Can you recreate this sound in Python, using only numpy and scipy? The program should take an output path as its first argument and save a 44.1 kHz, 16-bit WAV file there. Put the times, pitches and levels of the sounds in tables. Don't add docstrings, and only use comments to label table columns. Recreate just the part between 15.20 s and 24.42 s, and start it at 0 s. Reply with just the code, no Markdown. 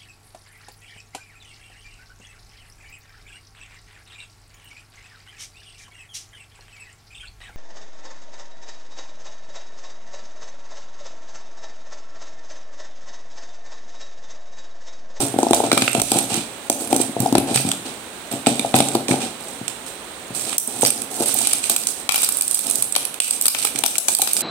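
import sys
import numpy as np
from scipy import signal
from scipy.fft import rfft, irfft, next_fast_len
from scipy.io import wavfile
from scipy.ndimage import uniform_filter1d, minimum_filter1d

SR = 44100
rng = np.random.default_rng(int(sys.argv[2]) if len(sys.argv) > 2 else 0)


def bounce(signal):
    frames = np.transpose(np.atleast_2d(signal))
    limited = np.clip(frames, -1, 1)
    pcm = np.round(limited * 32767).astype(np.int16)
    wavfile.write(sys.argv[1], SR, pcm)


N = 406602
T = np.arange(N) / SR
SIZE = next_fast_len(N + SR)
FREQ = np.fft.rfftfreq(SIZE, 1 / SR)

# centre in Hz, width in Hz, gain in dB.
BOWL_MODES = [(121.4, 1.7, 5), (134, 7.8, 4.5), (192.6, 2.2, 4.5), (241, 13.7, 5.5), (276.5, 26, 10.5),
              (322, 63, -7.5), (346.4, 27, 3.5), (396, 10, -20), (418, 29, 4), (470, 99, 0), (572, 50, 2.5),
              (684.3, 32, 8), (756, 44, 7), (803, 37, -2), (1280, 360, -3.5), (2373, 62, -1),
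              (4630, 46, -2)]
# frequency in Hz, left and right gain in dB.
CLICK_SPECTRUM = [(300, -27, -36), (770, -18, -32), (1280, -14.5, -19.5), (1920, -22.5, -20),
                  (2360, -13, -11), (4030, -12, -8), (4740, -14.5, -14.5), (6700, -17.5, -9.5),
                  (6870, -31, -11), (8370, -17.5, 2.5), (9850, -18, -6.5), (12000, -18, -16),
                  (13200, -27, -14.5), (16700, -33, -21.5)]


def undb(db):
    return 10 ** (np.asarray(db) / 20)


def unit(x):
    return x / np.sqrt(np.mean(x ** 2))


def colour(table, f):
    hz, *ports_db = np.transpose(table)
    return undb([np.interp(np.log(f + 1), np.log(hz), db) for db in ports_db])


def causal(gain):
    cepstrum = irfft(np.log(gain))
    half = cepstrum.shape[-1] // 2
    cepstrum[..., 1:half] *= 2
    cepstrum[..., half + 1:] = 0
    return np.exp(rfft(cepstrum))


def mode(f, hz, width_hz):
    return 1j * f * width_hz / (hz ** 2 - f ** 2 + 1j * f * width_hz)


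def shape(x, response):
    return irfft(rfft(x, SIZE) * response, SIZE)[..., :N]


def add(out, start_s, sound):
    i = max(int(start_s * SR), 0)
    part = out[..., i:i + sound.shape[-1]]
    part += sound[..., :part.shape[-1]]


def sides(pan_db):
    return unit(undb([[pan_db / 2], [-pan_db / 2]]))


def contacts(per_s, spread_db):
    size = undb(spread_db * np.minimum(rng.exponential(size=N), 4.5))
    return unit((rng.random(N) < per_s / SR) * size * rng.choice([-1, 1], N))


def pushes(sag_db_per_s=4, rest_db=-52.5):
    # start in seconds, length in seconds, fine crunch in dB,
    # coarse scraping relative to it in dB, drag on the bowl in dB.
    presses = [(0, 0.01, -19.5, -9.5, -19), (.18, 0.17, -37, -5, -30), (.33, 0.043, -24, -7, -22),
               (.43, 0.036, -34.5, 2.5, -20), (.52, 0.19, -29, -2.5, -31), (.74, 0.058, -29.5, -4, -23.5),
               (.82, 0.12, -29, -1, -45), (.915, 0.077, -23.5, -3.5, -18.5), (1.095, 0.075, -30, 4, -25),
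               (1.5, .04, -46, -12, -27.5), (1.59, 0.046, -27, -15, -27.5), (1.7, 0.043, -30.5, -7, -22.5),
               (1.79, 0.026, -29, -5, -28), (1.99, 0.076, -34, -6.5, -25.5), (2.15, .06, -46, -1, -24),
               (2.27, 0.054, -35, 4, -24.5), (2.34, 0.03, -19.5, -3, -41), (2.46, 0.028, -33, 0.5, -27.5),
               (2.65, 0.015, -38, 4, -31), (3.11, 0.022, -32.5, -3, -25.5),
               (3.265, 0.024, -25.5, 0.5, -21.5), (3.35, 0.15, -39.5, 0, -33), (3.545, 0.055, -26, 1, -19),
               (3.65, 0.11, -36.5, -2, -28), (3.75, 0.018, -41, 3, -25), (3.885, 0.053, -28.5, -2.5, -21),
               (4.0, 0.043, -34.5, 5, -28), (4.2, .16, -41.5, -8, -40.5), (4.48, 0.018, -41, -10, -48),
               (4.66, 0.011, -34.5, -10, -55)]
    rakes = [(5.135, 0.1, -27.5, -15, -37.5), (5.26, 0.056, -29.5, -3.5, -34.5),
             (5.47, 0.19, -30, -11, -32), (5.61, 0.064, -19, -14, -30), (5.75, .07, -33.5, -20, -36.5),
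             (5.9, 0.13, -29.5, -17, -32.5), (5.99, .04, -26.5, -12, -24.5), (6.05, 0.16, -22, -12, -34.5),
             (6.22, 0.16, -28, -2.5, -36), (6.42, 0.046, -28.5, -5, -39), (6.49, 0.023, -20, -10, -30.5),
             (6.56, 0.067, -27, -13, -38), (6.67, 0.025, -20, -29, -37), (6.76, .05, -36, -7, -46),
             (6.925, 0.12, -20, -8.5, -41), (7.12, 0.24, -27, -25, -45.5), (7.31, 0.089, -24, -32, -47),
             (7.43, 0.069, -29, -7, -32.5), (7.5, 0.15, -25.5, -25, -37.5), (7.75, 0.072, -32.5, -3, -40),
             (8.01, 0.032, -19, -7, -53), (8.105, 0.038, -22, -12, -32), (8.21, .08, -28.5, -18, -38.5),
             (8.375, 0.077, -25, -4, -39), (8.54, 0.043, -35, -3, -34.5), (8.645, 0.042, -21, -17, -38),
             (8.72, 0.051, -35, -1, -48), (8.875, 0.077, -20, -19, -36.5), (8.99, 0.036, -22.5, -8, -36),
             (9.07, 0.075, -27, -7, -48), (9.135, 0.11, -20.5, -15, -30.5)]
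    power, t = np.zeros((3, N)), np.arange(SR // 2) / SR
    for strokes, attack_s, release_s in (presses, 0.005, 0.047), (rakes, 0.011, 0.032):
        for start_s, length_s, fine_db, coarse_db, drag_db in strokes:
            release = np.exp(-np.maximum(t - length_s, 0) / release_s)
            effort = np.minimum(t / attack_s, 1) * undb(-sag_db_per_s * t) * release
            gains = undb([[fine_db], [fine_db + coarse_db], [drag_db]])
            add(power, start_s, (gains * effort) ** 2)
    return np.sqrt(power + undb(rest_db) ** 2)


def crunch(stir, scrape, gain_db=-1, split_hz=5500, low_hz=1200, dust_db=-5, burst_s=0.0036):
    ticks = contacts(per_s=650, spread_db=3.5)
    t = np.arange(SR // 200) / SR
    bursts = np.sqrt(np.convolve(ticks ** 2, np.exp(-t / burst_s))[:N])
    grit = unit((unit(bursts) + undb(dust_db)) * rng.standard_normal((2, N)))
    ports = colour(CLICK_SPECTRUM, FREQ)
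    upper = 1 / (1 + (split_hz / (FREQ + 1)) ** 6)
    fine_band = unit(ports * np.sqrt(upper))
    coarse_band = unit(ports * np.sqrt(1 - upper) / (1 + (low_hz / (FREQ + 1)) ** 4))
    fine = shape(grit * stir, fine_band) * sides(pan_db=-3)
    coarse = shape(grit * scrape, coarse_band) * sides(pan_db=-2)
    return (fine + coarse) * undb(gain_db)


def bowl(f):
    return sum(undb(db) * mode(f, hz, width_hz) for hz, width_hz, db in BOWL_MODES)


def radiation(f, lowest_hz=112):
    highpass = 1 / np.sqrt(1 + (lowest_hz / (f + 1)) ** 10)
    return causal(np.maximum(highpass, 0.1))


def grinding(drag, gain_db=-2.5, soft_hz=1150):
    slips = contacts(per_s=900, spread_db=0.5) * drag * undb(gain_db)
    body = bowl(FREQ) * radiation(FREQ) / (1 + (FREQ / soft_hz) ** 4)
    return shape(slips, body / np.sqrt(np.mean(abs(body) ** 2)))


def clinks(stir, count=900, gain_db=-6, spread_db=5.5, low_hz=4500, high_hz=14000, decay_s=0.0009):
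    out, t = np.zeros((2, N)), np.arange(400) / SR
    fade = np.exp(-t / decay_s)
    for when, pitch, size, where, phase in rng.random((count, 5)):
        hz = low_hz * (high_hz / low_hz) ** pitch
        tone = np.sin(2 * np.pi * (hz * t + np.array([[0], [phase]])))
        tap = (tone + 0.5 * rng.standard_normal((2, len(t)))) * fade
        gain = undb(-spread_db * np.log(size + 0.014))
        add(out, when * N / SR, tap * sides(pan_db=10 * (where - 0.5)) * gain)
    return unit(shape(out, np.sqrt(colour(CLICK_SPECTRUM, FREQ)))) * stir * undb(gain_db)


def air(apart_hz=1100):
    # frequency in Hz, left and right density in dB per Hz.
    noise_floor = [(25, -105, -100), (61, -73.5, -75.5), (112, -79, -77.5), (228, -68.5, -69),
                   (594, -69.5, -68.5), (885, -71.5, -71), (1580, -75.5, -73), (2600, -82, -72.5),
                   (3980, -91, -73), (5000, -127, -82.5), (7050, -105, -79.5), (8670, -98, -70.5),
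                   (11200, -98, -87.5), (15000, -103, -84.5)]
    common, own = rfft(rng.standard_normal(SIZE)), rfft(rng.standard_normal((2, SIZE)))
    apart = np.clip(0.14 + 1 / (1 + (apart_hz / (FREQ + 1)) ** 2), 0, 1)
    spectrum = (np.sqrt(1 - apart) * common + np.sqrt(apart) * own) * colour(noise_floor, FREQ)
    return irfft(spectrum, SIZE)[:, :N] * np.sqrt(SR / 2)


def small_knocks(drag, count=55):
    for when, size, hardness in rng.random((count, 3)):
        db = 20 * np.log10(drag[int(when * N)]) - 6 + 8 * size
        yield when * N / SR, db, -12 + 14 * hardness


def knocks(drag, scuff_s=0.0032, soft_hz=1020, place_db=3.5):
    # start in seconds, level in dB, hardness as tilt in dB per octave.
    blows = [(0.0322, -22, -12.5), (.141, -20, -2), (0.1626, -21, -6), (0.1878, -12, 3), (0.2307, -12, 1.5),
             (.2675, -15, 3.5), (.309, -9.5, -3.5), (.333, -9, 16), (0.4026, -12, 5), (.4375, -15, 4),
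             (0.5175, -16.5, 4.5), (0.5295, -10, -2), (.573, -15.5, -2), (0.621, -17.5, -10.5),
             (0.7499, -14, -1.5), (0.7808, -19, -11), (0.8187, -14, -3), (0.9181, -12, 2),
             (0.9581, -12, -3), (1.1186, -25.5, -14), (1.1748, -21, -18.5), (1.4995, -8, 3), (1.728, -9, 1),
             (1.762, -19.5, -6), (1.8012, -16.5, -2), (1.893, -25, -12), (1.9661, -19, -1),
             (2.0011, -17.5, -14.5), (2.0298, -18.5, -10), (2.0593, -14, 8), (2.1256, -11.5, -4.5),
             (2.1524, -7, -0.5), (2.1806, -11.5, -4.5), (2.3122, -20, -7), (2.3562, -15.5, -8.5),
             (2.3995, -21.5, -2), (2.4503, -16.5, -10.5), (2.4705, -19, -16), (3.137, -26, -15),
             (3.2704, -7.5, -1), (3.3149, -19, -10), (3.3956, -20.5, -2.5), (3.4475, -16.5, 3.5),
             (3.5422, -9, -4), (3.6037, -9.5, 2), (3.7518, -13.5, 0), (3.8892, -22.5, -8),
             (3.9076, -12.5, -14), (3.94, -18, -6.5), (4.413, -27.5, -9.5), (5.1052, -30, -12),
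             (5.632, -11.5, 1), (6.0053, -16.5, 0), (6.1515, -28, 14), (6.2103, -29, 14), (6.4998, -27, 5),
             (7.7636, -23.5, 8), (8.4482, -24.5, 13), (8.638, -17, 11), (8.7825, -26, 11),
             (8.889, -23.5, 9.5), (8.9948, -18.5, 4), (9.0247, -22.5, 4)]
    out, t = np.zeros(N), np.arange(8192) / SR
    f = np.fft.rfftfreq(len(t), 1 / SR)
    modes = np.array([undb(db) * mode(f, hz, width_hz) for hz, width_hz, db in BOWL_MODES])
    thud = undb(3) * mode(f, 304, 52) + undb(1) * mode(f, 326, 52)
    clack = mode(f, 682, 64)
    softness = 1 / (1 + (f / soft_hz) ** 8) + 0.034 / (1 + f / 2000) ** 2
    radiated = radiation(f)
    for start_s, db, tilt_db in [*blows, *small_knocks(drag)]:
        force = 0.087 * rng.standard_normal(len(t)) * np.exp(-t / scuff_s)
        force[0] -= 1
        weights = undb(place_db * rng.standard_normal((len(modes), 1)))
        body = (weights * modes).sum(axis=0) + thud + clack
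        contact = undb(tilt_db * np.log2(np.clip(f, 170, 800) / 450)) * softness
        ring = irfft(rfft(force) * body * radiated * causal(contact))
        add(out, start_s, ring * undb(db) / ring[:SR // 100].std())
    return out


def small_snaps(stir, count=110, low_hz=5500, high_hz=13000):
    for when, size, pitch, sharpness, where in rng.random((count, 5)):
        db = 20 * np.log10(stir[int(when * N)]) + 2 + 8 * size
        hz = low_hz * (high_hz / low_hz) ** pitch
        yield when * N / SR, db, hz, 2 + 8 * sharpness, -20 + 18 * where


def snaps(stir, rise_s=0.000067, crack_s=0.0018, ring_db=5, width_share=0.11,
          rebound_db=-4, rebound_s=0.00219, settle_db=-22, settle_s=0.022, common_share=0.36):
    # start in seconds, level in dB, ring in Hz, tilt in dB per octave,
    # left minus right in dB.
    breaks = [(0.187, -22.5, 1370, 0, -10), (0.2296, -19, 6300, 0, -11), (0.309, -17.5, 1380, 4, -12),
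              (.332, -9, 3670, -2.5, -7), (0.345, -9, 6600, 5, -10), (.516, -7.5, 1500, -5.5, -3),
              (0.529, -10.5, 5170, -2, -9), (0.576, -8.5, 11400, -4, -3), (0.6205, -12.5, 7060, -5, -1),
              (.6785, -8.5, 2700, -9.5, -9), (.7307, -15, 7200, -2, -19), (0.748, -14, 2640, -5.5, -13),
              (0.7982, -15.5, 13700, 0, 0), (0.8167, -2.5, 2120, 5, -11), (.917, -5, 1380, 4.5, -3.5),
              (0.987, -19, 1380, 11, 1), (1.142, -17, 6030, -3, -18), (1.4984, -2.5, 6200, 3.5, -6.5),
              (1.526, -15, 8800, 0, -22), (1.728, -15, 2070, 0, -9.5), (1.763, -12, 6200, 6, -9),
              (1.8138, -12, 8550, 2, -19), (2.0025, -16, 14600, 5, -14), (2.125, -21.5, 1370, 3.5, -9),
              (2.1517, -12.5, 1710, -4.5, -5), (2.181, -12, 10900, -1, -5), (2.3587, -4.5, 8050, 0.5, -3.5),
              (2.3749, -16.5, 2490, -14, -4), (2.489, -15.5, 7920, -1, -24), (2.5156, -12.5, 7360, 0.5, -2),
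              (3.2619, -15, 3680, -7, -7), (3.268, -8.5, 8400, -7, -8), (3.3945, -13.5, 3700, -3, -11),
              (3.5403, -15.5, 3430, -10, -5), (3.5548, -14, 8100, 4, -4), (3.6036, -9.5, 3500, -0.5, -5),
              (3.6854, -16, 7800, 1, -14), (3.7505, -17, 4500, 0, -8), (3.8826, -18.5, 5940, -3, -8),
              (3.911, -19, 2200, -10, -5), (4.4797, -17, 7440, -3, -17), (5.1489, -24, 4270, 1, -19),
              (5.328, -21, 8870, -8, -15), (5.3809, -0.5, 6100, 13, -5), (5.474, -14, 8850, 13, -24),
              (5.6101, -15, 8900, 12, -25), (5.7036, -7, 9500, 4.5, -9), (5.818, -19, 10200, 2, -25),
              (6.083, -14, 9450, 10, -21), (6.142, -13, 13870, 16, -11), (6.1868, -13, 8000, 6, -9),
              (6.271, -7, 9400, 3.5, -3.5), (6.3318, -6, 8900, 5, -2), (6.4396, -15, 8100, -2.5, -13),
              (6.4967, -9, 13780, 5, -2.5), (6.563, -6.5, 13400, 3.5, -8), (6.6697, -8, 5950, 5.5, -9.5),
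              (6.891, 0.5, 2420, 0.5, 4), (6.921, -6, 5130, 2, -10), (6.9435, -9, 14380, 0, -3),
              (6.9585, -6, 14200, 4.5, 3), (7.018, -12, 9150, 15, -3), (7.0315, -11, 9200, 1, -3),
              (7.045, -11.5, 4770, 8, -1), (7.089, -11, 13010, 7, -3), (7.122, -14, 5000, 9, -27),
              (7.17, -14, 9450, 18, -9), (7.2096, -6.5, 8800, 7, -7), (7.221, -11, 13950, 7.5, -2),
              (7.279, -13, 8300, 7, -8), (7.311, -10.5, 9400, 6, -14), (7.345, -3, 9000, 14, -9),
              (7.391, -11.5, 12100, 6, -6), (7.468, -16.5, 5170, 7, -23), (7.4987, -11.5, 9500, 11, -16),
              (7.5098, -9.5, 10420, 6, -13), (7.5554, -11.5, 4680, 9, -13), (7.6232, -4, 9600, 7, -5.5),
              (7.723, -12.5, 8000, 5, -16), (7.752, -14.5, 3900, 0, 0), (7.7619, -4.5, 10600, 2.5, 0),
              (7.8516, -13.5, 10590, 4, -25), (7.941, -23.5, 14470, -0.5, -16), (8.0014, 5, 2870, 2, -7),
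              (8.0201, -15, 7750, 5, -21), (8.0806, -14, 9220, 3, -28), (8.1081, -4.5, 8700, 5.5, -4),
              (8.2115, -10, 13870, 9, -7), (8.222, -14, 13440, 11, -5), (8.2555, -8, 9500, 5.5, 3),
              (8.2648, -9, 8350, 8, 0), (8.2809, 3.5, 4740, 5, -3.5), (8.3473, -11.5, 2540, -3.5, 1),
              (8.4465, -14, 10600, 15, -11), (8.45, -11, 12750, 0.5, -5), (8.471, -17, 14300, 1, -7),
              (8.5588, -17.5, 2300, -2, -15), (8.587, -13.5, 6250, 5, -10), (8.637, -7.5, 3360, 3, 9),
              (8.661, -4.5, 7500, 8, 10), (8.7546, -18.5, 2540, -5.5, -10), (8.7815, 0, 7640, 8.5, 8),
              (8.8834, -4, 6950, 3.5, 2), (8.9492, -1.5, 4600, 6.5, -7.5), (8.9863, -9.5, 10800, 6, -6),
              (9.0182, -3, 7920, 8, 2), (9.0732, -14, 12830, 1, 5), (9.1322, -3, 11000, 10.5, -4),
              (9.167, -11.5, 10590, 3.5, -3), (9.206, -15, 11600, 1, -3)]
    out, t = np.zeros((2, N)), np.arange(1536) / SR
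    f = np.fft.rfftfreq(len(t), 1 / SR)
    ports = colour(CLICK_SPECTRUM, f)
    crack = (1 - np.exp(-t / rise_s)) * np.exp(-t / crack_s)
    for start_s, db, hz, tilt_db, pan_db in [*breaks, *small_snaps(stir)]:
        overtone_hz = 2.76 * hz
        overtone = mode(f, overtone_hz, width_share * overtone_hz)
        stick = 1 + undb(ring_db) * mode(f, hz, width_share * hz) + overtone
        tilt = undb(tilt_db * np.log2(np.clip(f, 2000, 11000) / 5000))
        rebound = undb(rebound_db) * np.interp(t - rebound_s * rng.uniform(0.1, 1), t, crack)
        common = np.sqrt(common_share) * rng.standard_normal(len(t))
        own = np.sqrt(1 - common_share) * rng.standard_normal((2, len(t)))
        crumbs = unit(rng.standard_normal(len(t)) ** 5) * undb(settle_db) * np.exp(-t / settle_s)
        force = (crack + rebound) * (common + own) + crumbs
        click = irfft(rfft(force) * stick * causal(ports * tilt))
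        click /= np.sqrt(np.sum(click ** 2, axis=1, keepdims=True) / (0.005 * SR))
        add(out, start_s, click * sides(pan_db) * undb(db))
    return out


def rocking(thump_hz=62, decay_s=0.0092):
    # start in seconds, level in dB.
    bumps = [(0.335, -26), (0.817, -21), (2.153, -29), (2.182, -27), (3.27, -35), (3.6, -39)]
    out, t = np.zeros(N), np.arange(SR // 10) / SR
    for start_s, db in bumps:
        add(out, start_s, undb(db) * np.sin(2 * np.pi * thump_hz * t) * np.exp(-t / decay_s))
    return out


def reflections(near_s=0.0081, near_db=-17, far_s=0.0182, far_db=-15, apart_s=0.000286):
    skew_s = np.array([[0], [apart_s]])
    near = undb(near_db) * np.exp(-2j * np.pi * FREQ * (near_s + skew_s))
    far = undb(far_db) * np.exp(-2j * np.pi * FREQ * (far_s - skew_s))
    return near + far


def room(low_db=-10, high_db=-9, low_t60_s=0.52, high_t60_s=0.42, gap_s=0.014, split_hz=900):
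    t = np.arange(int(0.8 * SR)) / SR
    onset = 1 / (1 + (gap_s / (t + 1e-4)) ** 6)
    low = rng.standard_normal((2, len(t))) * onset * undb(-60 * t / low_t60_s)
    high = rng.standard_normal((2, len(t))) * onset * undb(-60 * t / high_t60_s)
    low = low[0] + 0.17 * low[1] * np.array([[1], [-1]])
    low, high = (rfft(unit(tail) / np.sqrt(len(t)), SIZE) for tail in (low, high))
    bass = 1 / (1 + (FREQ / split_hz) ** 4)
    return undb(low_db) * bass * low + undb(high_db) * (1 - bass) * high


def scene(coupling_db=1, right_lag_s=0.00014, shadow_hz=480):
    stir, scrape, drag = pushes()
    right_db = 0.5 + 1 / (1 + (FREQ / shadow_hz) ** 4)
    shade = undb(np.array([[0], [1]]) * right_db)
    body = shape(knocks(drag) + grinding(drag) + rocking(), shade) * sides(pan_db=4)
    clicks = snaps(stir) + clinks(stir) + crunch(stir, scrape)
    slate = shape(clicks, 1 + undb(coupling_db) * bowl(FREQ))
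    direct = np.exp(-2j * np.pi * FREQ * np.array([[0], [right_lag_s]]))
    return shape(slate + body, direct + reflections() + room()) + air()


def record(dry, threshold_db=-6, release_s=0.1, ahead_s=0.008, bass_share=0.6, top_hz=15700):
    sensed = shape(dry, 1 - (1 - bass_share) / (1 + (FREQ / 1200) ** 2))
    power = uniform_filter1d(sensed ** 2, int(0.002 * SR), axis=1).max(axis=0)
    over_db = np.maximum(10 * np.log10(np.maximum(power, 1e-12)) - threshold_db, 0)
    ahead = int(ahead_s * SR)
    over_db = -minimum_filter1d(-over_db, 2 * ahead)
    held_db = np.exp(np.maximum.accumulate(np.log(over_db + 1e-9) + T / release_s) - T / release_s)
    limited = np.clip(dry * undb(-uniform_filter1d(held_db, ahead)), -1, 1)
    lowpass = signal.ellip(8, 0.2, 70, top_hz, fs=SR, output="sos")
    return signal.sosfilt(lowpass, limited)


dry = scene()
out = record(dry)
bounce(out)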